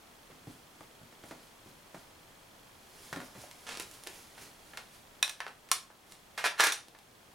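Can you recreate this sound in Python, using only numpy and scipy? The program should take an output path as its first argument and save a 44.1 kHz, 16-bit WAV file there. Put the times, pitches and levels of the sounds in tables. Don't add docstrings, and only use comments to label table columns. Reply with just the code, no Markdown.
import sys
import numpy as np
from scipy import signal
from scipy.fft import rfft, irfft
from scipy.io import wavfile

SR = 44100
rng = np.random.default_rng(int(sys.argv[2]) if len(sys.argv) > 2 else 0)


def unload_wav(signal):
    wavfile.write(
        sys.argv[1],
        SR,
        np.round(np.clip(np.atleast_2d(signal).T, -1, 1) * 32767).astype(np.int16),
    )


N = 323694
TIME = np.arange(N) / SR


def gun_clacks():
    # start_s, level_db, box_db, treble_db, decay_s
    clacks = [(3.513, -20, -4, -5, 0.00065), (3.665, -16, -5, -25, .003), (3.69, -8, -10, -14, .0018),
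              (3.72, -17, 1, -17, 0.0021), (3.773, -11.5, 6, -5, 0.0011), (3.7985, -15, 16.5, 4.5, 0.002),
              (3.823, -28, -3, 10, 0.00054), (3.913, -31.5, 5, 8.5, .0005), (3.94, -35, -3, 9, .0005),
              (4.037, -28, 2, 8, 0.00074), (4.066, -13.5, 5, -17, 0.0057), (4.0714, -9.5, 4.5, -5, 0.0039),
              (4.378, -14, -4, -17, 0.018), (4.735, -9.5, -16, -30, 0.0062),
              (4.773, -3, -18, -14.5, 0.0062), (5.2273, 0.5, -22, 0, 0.0018), (5.279, -7, -19, -9, .00085),
              (5.294, -6.5, -23, -3, 0.0059), (5.4037, 6, -26, -25, 0.0045), (5.466, 0.5, -9, -30, 0.0033),
              (5.48, -13, -6, -13, 0.0037), (5.688, -19, -23, -9, 0.0063), (5.7152, 7.5, -15, -0.5, 0.0023),
              (5.902, -14, -4, -50.5, 0.0046), (6.122, -19, -18, -3, 0.0017), (6.377, 5, -20, -16.5, 0.031),
              (6.441, 9.5, -14.5, -26, 0.006), (6.457, 1, -2, -22, 0.0055), (6.598, 15, -10.5, -19, 0.0033),
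              (6.605, 15.5, -12, -12.5, 0.0096), (6.638, 7, -6, -1, 0.011), (6.67, 8.5, -4.5, -8, 0.0038),
              (6.722, 0, -37, -1.5, 0.015), (6.884, -21, 6, -5.5, 0.00076), (6.949, -14, -10, -23, 0.0041),
              (6.988, -20.5, 0, -9, 0.0036)]
    out = np.zeros(N)
    for start_s, level_db, box_db, treble_db, decay_s in clacks:
        bite_db = 1.5 + 0.52 * treble_db
        tone = [(60, box_db - 24), (180, box_db - 15), (320, box_db), (700, 1 + box_db / 6),
                (1150, -2.5), (1700, -1.5), (2300, bite_db / 2), (3600, bite_db), (7500, treble_db),
                (10200, treble_db - 0.5), (12500, treble_db - 6.5), (16000, treble_db - 15)]
        add(out, start_s, from_db(level_db) * colour(contact(decay_s), tone))
    return out


def slide_grind():
    # full_force_s, level_db, length_s
    moves = [(6.394, -47, 0.0048), (6.452, -27, 0.012), (6.598, -24.5, 0.089)]
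    # pitch_hz, level_db
    tone = [(88, -55), (150, -32.5), (381, -34), (411, -22.5), (930, -8), (1130, -8), (1400, -5),
            (1800, -1.5), (2020, -7), (4060, -13), (8170, -21.5), (9920, -19.5), (15500, -34)]
    force = strokes(moves, rise_db_per_s=1162, sag_db_per_s=38, stop_db_per_s=750)
    return force * friction(tone, slips_per_s=3800, spread_db=1.5)


def gun_drag():
    # full_force_s, level_db, length_s
    pulls = [(3.669, -42, .078), (3.8, -44, .005)]
    # pitch_hz, level_db
    tone = [(71, -48), (120, 2), (294, -0.5), (398, -27), (469, 7), (530, -9), (764, 2.5), (2540, 4),
            (9510, -8), (15500, -28)]
    force = strokes(pulls, rise_db_per_s=2500, sag_db_per_s=43, stop_db_per_s=500)
    return force * friction(tone, slips_per_s=2100, spread_db=3)


def steel_ring(grind):
    # start_s, latch_db, barrel_db, spring_db
    strikes = [(5.228, -13, -26, -45), (5.295, -29, -37, -38), (5.4037, -43, -40, -52),
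               (5.7156, -50, -14, -22), (6.441, -46, -40, -38), (6.605, -33, -18, -25),
               (6.638, -36, -41, -19), (6.668, -40, -23.5, -21), (6.722, -24.5, -24, -17)]
    # pitch_hz, level_db, ring_s
    latch = [(1666, 4.5, 0.038), (2010, 2, 0.036), (2395, 4, 0.05), (2550, 9, 0.034), (3500, -8, 0.063),
             (3610, 14, 0.015), (4020, 10, 0.02), (5810, 8, 0.012), (8730, 3.5, 0.043)]
    # pitch_hz, level_db, ring_s
    barrel = [(736, 1.5, 0.086), (1077, 9.5, 0.036), (1365, 7, 0.052), (2300, -39, .05), (2760, -25, 0.025),
              (4120, 6.5, 0.033), (4440, -24, 0.056), (5750, 11.5, 0.051), (9520, 11, 0.015),
              (10400, 7, 0.015)]
    # pitch_hz, level_db, ring_s
    spring = [(2412, -11, .22), (3607, 0, .2), (4113, -2, .19), (4834, -6, .2), (5701, -5, .18),
              (6019, -2, .24), (6256, -5, .22), (6665, -5, .18), (7483, -5, .2), (8516, -5, .28),
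              (9631, -4, .26), (9884, -3, .2), (10710, -10, .2)]
    out = np.zeros(N)
    for start_s, *levels in strikes:
        for level_db, part in zip(levels, (latch, barrel, spring)):
            add(out, start_s, from_db(level_db) * ringing(part))
    return out + from_db(-19) * convolve(grind, ringing(spring))


def shell_ring(gun_noise):
    # pitch_hz, level_db, ring_s
    shell = [(998, -22, .08), (1101, -19, .2), (1236, -21, .2), (1461, -20, .16), (1527, -19, .18),
             (1569, -20, .18), (1749, -13, .15), (1862, -18, .16), (2134, -18, .16), (2337, -19, .16),
             (2694, -17, .15), (2950, -17, .07)]
    return from_db(-11.5) * convolve(gun_noise, ringing(shell))


def table_knocks():
    # start_s, level_db, thud_db, hollow_hz, hollow_db, decay_s
    knocks = [(0.301, -19.5, 10, 348, 9, 0.026), (0.471, -21.5, 23, 294, 22.5, .016),
              (0.807, -17, 2, 710, 9, 0.0054), (1.014, -28.5, 30.5, 280, 13, 0.0083),
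              (1.124, -21, 4, 550, 4, 0.0053), (1.237, -15.5, 10, 400, 6.5, 0.0056),
              (1.31, -10.5, 6, 525, 6.5, 0.01), (1.66, -27.5, 21, 330, 15, .023),
              (1.945, -11.5, 6, 546, 5, 0.009), (2.305, -36, 25, 300, 18, .0043),
              (3.128, -0.5, 1, 260, -5.5, 0.0082), (3.161, -5.5, 7.5, 240, 5, 0.0016),
              (3.171, -10.5, 4, 244, 15.5, 0.004), (3.202, -9.5, -7, 280, -4, 0.0041),
              (3.215, -12, -5, 300, 7, 0.0046), (3.35, -15.5, 14.5, 400, 3.5, 0.034),
              (3.436, -29.5, 1, 635, 24, 0.007)]
    # pitch_hz, level_db, ring_s
    table_top = [(163, -26, 0.14), (249, -13.5, 0.29), (306, -20, 0.058), (426, -39, 0.092),
                 (646, -17.5, 0.012), (860, -15, 0.19), (1400, -17.5, 0.034), (2054, -9, 0.039)]
    scuff_tone = [(1000, -33), (3300, 1), (9000, -5), (16000, -26)]
    out = np.zeros(N)
    for start_s, level_db, thud_db, hollow_hz, hollow_db, decay_s in knocks:
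        tone = [(30, thud_db - 19), (65, thud_db - 9.5), (130, thud_db), (hollow_hz, hollow_db),
                (2.15 * hollow_hz, hollow_db / 3), (1400, -1), (2000, -1), (3300, -15), (8000, -25)]
        scuff = colour(contact(decay_s + 0.0046), scuff_tone)
        bump = colour(contact(decay_s), tone)
        add(out, start_s, from_db(level_db) * (bump + from_db(-14) * scuff))
    return out + from_db(-10.5) * convolve(out, ringing(table_top))


def sleeves():
    # fastest_s, level_db, swell_s
    rubs = [(.51, -59, .04), (.83, -65, 0.037), (1.29, -57, 0.053), (1.43, -62.5, 0.069),
            (1.69, -62.5, .04), (1.99, -62, 0.061), (3.06, -55, 0.15), (3.25, -55.5, 0.048),
            (3.42, -52, 0.054), (3.77, -55.5, 0.28), (3.949, -55.5, 0.031), (4.16, -54, 0.12),
            (4.428, -52.5, 0.066), (4.7, -62.5, 0.21), (4.95, -58.5, .035), (6.12, -55.5, 0.04)]
    # pitch_hz, level_db
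    tone = [(150, -0.5), (400, -2), (1200, -3.5), (3000, -4.5), (5500, -4), (8000, -7), (10500, -4.5),
            (13000, -12), (16000, -15)]
    power = from_db(-72.5) ** 2
    for fastest_s, level_db, swell_s in rubs:
        away = np.maximum(fastest_s - TIME, (TIME - fastest_s) / .9) / swell_s
        power = power + (from_db(level_db) * np.exp(-np.minimum(away, 20))) ** 2
    return np.sqrt(power) * friction(tone, slips_per_s=12000, spread_db=0)


def room_tail(size, first_echo_s=0.0017, build_s=0.00043):
    # pitch_hz, ring_s
    fades = [(100, 0.25), (400, 0.33), (1500, 0.27), (5000, 0.28), (10000, 0.24), (16000, 0.17)]
    t = TIME[:size]
    noise = rfft(rng.standard_normal(size))
    hz = np.fft.rfftfreq(size, 1 / SR)
    pitches, ring_times = np.transpose(fades)
    tail = 0
    for ring_s, share in zip(ring_times, np.eye(len(fades))):
        band = at_hz(np.c_[pitches, share], hz)
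        tail = tail + irfft(noise * band, size) * np.exp(-np.log(1000) * t / ring_s)
    tail *= 1 - np.exp(-np.maximum(t - first_echo_s, 0) / build_s)
    return tail / np.linalg.norm(tail)


def room(x, size=16384):
    out, padded = np.zeros(N + 3 * size), np.pad(x, size)
    window = np.sqrt(signal.get_window("hann", size))
    for i in range(0, N + size, size // 2):
        echoes = signal.fftconvolve(padded[i:i + size] * window, room_tail(size))
        out[i:i + len(echoes)] += echoes
    return out[size:size + N]


def hiss():
    # pitch_hz, level_db
    tone = [(12, -32), (20, -3), (53, -7), (98, -3.5), (227, -3.5), (268, -4), (408, -5.5), (693, -5.5),
            (819, -6), (1020, -7), (1600, -11), (3310, -14.5), (3800, -16.5), (9560, -19.5), (15800, -23.5)]
    return from_db(-58.5) * rms_one(colour(rng.standard_normal(N), tone))


def camera_tick(ticks_per_s=25):
    # pitch_hz, level_db, ring_s
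    notes = [(3290, -41, 0.017), (3680, -51.5, 0.068), (4175, -46, 0.041)]
    times_s = np.arange(.032, N / SR - .01, 1 / ticks_per_s)
    ticks = np.zeros(N)
    ticks[(times_s * SR).astype(int)] = 1
    return convolve(ticks, ringing(notes))


def contact(decay_s, size=8192):
    fade = np.exp(-TIME[:size] / decay_s)
    spectrum = rfft(rng.standard_normal(size) * fade)
    evened = irfft(spectrum / (np.abs(spectrum) + 1e-12), size)
    burst = evened * np.sqrt(fade)
    return burst / np.linalg.norm(burst)


def friction(tone, slips_per_s, spread_db):
    slips = (rng.random(N) < slips_per_s / SR) * rng.standard_normal(N)
    sizes = from_db(spread_db * np.minimum(rng.exponential(1, N), 4))
    return rms_one(colour(slips * sizes, tone))


def strokes(pushes, rise_db_per_s, sag_db_per_s, stop_db_per_s):
    gain = 0
    for full_force_s, level_db, length_s in pushes:
        t = TIME - full_force_s
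        loss_db = rise_db_per_s * np.maximum(-t, 0) + sag_db_per_s * np.clip(t, 0, length_s)
        loss_db += stop_db_per_s * np.maximum(t - length_s, 0)
        gain = gain + from_db(level_db - np.minimum(loss_db, 200))
    return gain


def ringing(notes):
    t = TIME[:SR // 2]
    out = 0
    for k, (pitch_hz, level_db, ring_s) in enumerate(notes):
        wave = np.cos(2 * np.pi * pitch_hz * t) * np.exp(-np.log(1000) * t / ring_s)
        out = out + (-1) ** k * from_db(level_db) * wave / np.linalg.norm(wave)
    return out


def colour(x, tone, size=2048):
    gains = from_db(at_hz(tone, np.fft.rfftfreq(size, 1 / SR)))
    cepstrum = irfft(np.log(gains))
    cepstrum[1:size // 2] *= 2
    cepstrum[size // 2 + 1:] = 0
    return convolve(x, irfft(np.exp(rfft(cepstrum))))


def from_db(db):
    return 10 ** (np.asarray(db) / 20)


def at_hz(points, hz):
    pitches, values = np.transpose(points)
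    return np.interp(np.log(np.maximum(hz, 1)), np.log(pitches), values)


def rms_one(x):
    return x / np.sqrt(np.mean(x ** 2) + 1e-20)


def convolve(x, response):
    return signal.fftconvolve(x, response)[:len(x)]


def add(track, start_s, sound):
    i = round(start_s * SR)
    track[i:i + len(sound)] += sound[:N - i]


def scene():
    clacks, grind = gun_clacks(), slide_grind()
    gun_noise = clacks + grind + gun_drag()
    ring = steel_ring(grind) + shell_ring(gun_noise)
    handling = gun_noise + table_knocks() + sleeves()
    direct = handling + ring
    into_room = handling + from_db(-4.5) * ring
    hiss_middle, hiss_side = hiss(), from_db(-3) * hiss()
    middle = direct + from_db(-3.5) * room(into_room) + hiss_middle + camera_tick()
    side = from_db(-11.5) * room(into_room) + hiss_side
    width = colour(side, [(40, -19), (250, -3), (600, -0.5), (2000, 2), (5000, 0), (9000, -5.5),
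                          (14000, -49)])
    lean_right = colour(direct, [(900, -29), (2200, -11.5), (4000, -15.5), (9000, -11), (14000, -26)])
    return np.array([middle + width - lean_right, middle - width + lean_right])


def record(dry):
    threshold_db, share_removed, recovery_db_per_s = -33, 0.3, 6
    ceiling, cutoff_hz = .5, 16000
    power = signal.lfilter([1 / 220], [1, 1 / 220 - 1], np.mean(dry ** 2, axis=0))
    wanted_cut_db = share_removed * np.maximum(10 * np.log10(power + 1e-12) - threshold_db, 0)
    recovery_db = recovery_db_per_s * TIME
    cut_db = np.maximum.accumulate(wanted_cut_db + recovery_db) - recovery_db
    smoothing = np.exp(-1 / (.06 * SR))
    cut_db = signal.lfilter([1 - smoothing], [1, -smoothing], cut_db)
    rounded = ceiling * np.tanh(dry * from_db(-cut_db) / ceiling)
    return signal.sosfilt(signal.ellip(10, .2, 80, cutoff_hz, fs=SR, output="sos"), rounded)


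dry = scene()
out = record(dry)
unload_wav(out)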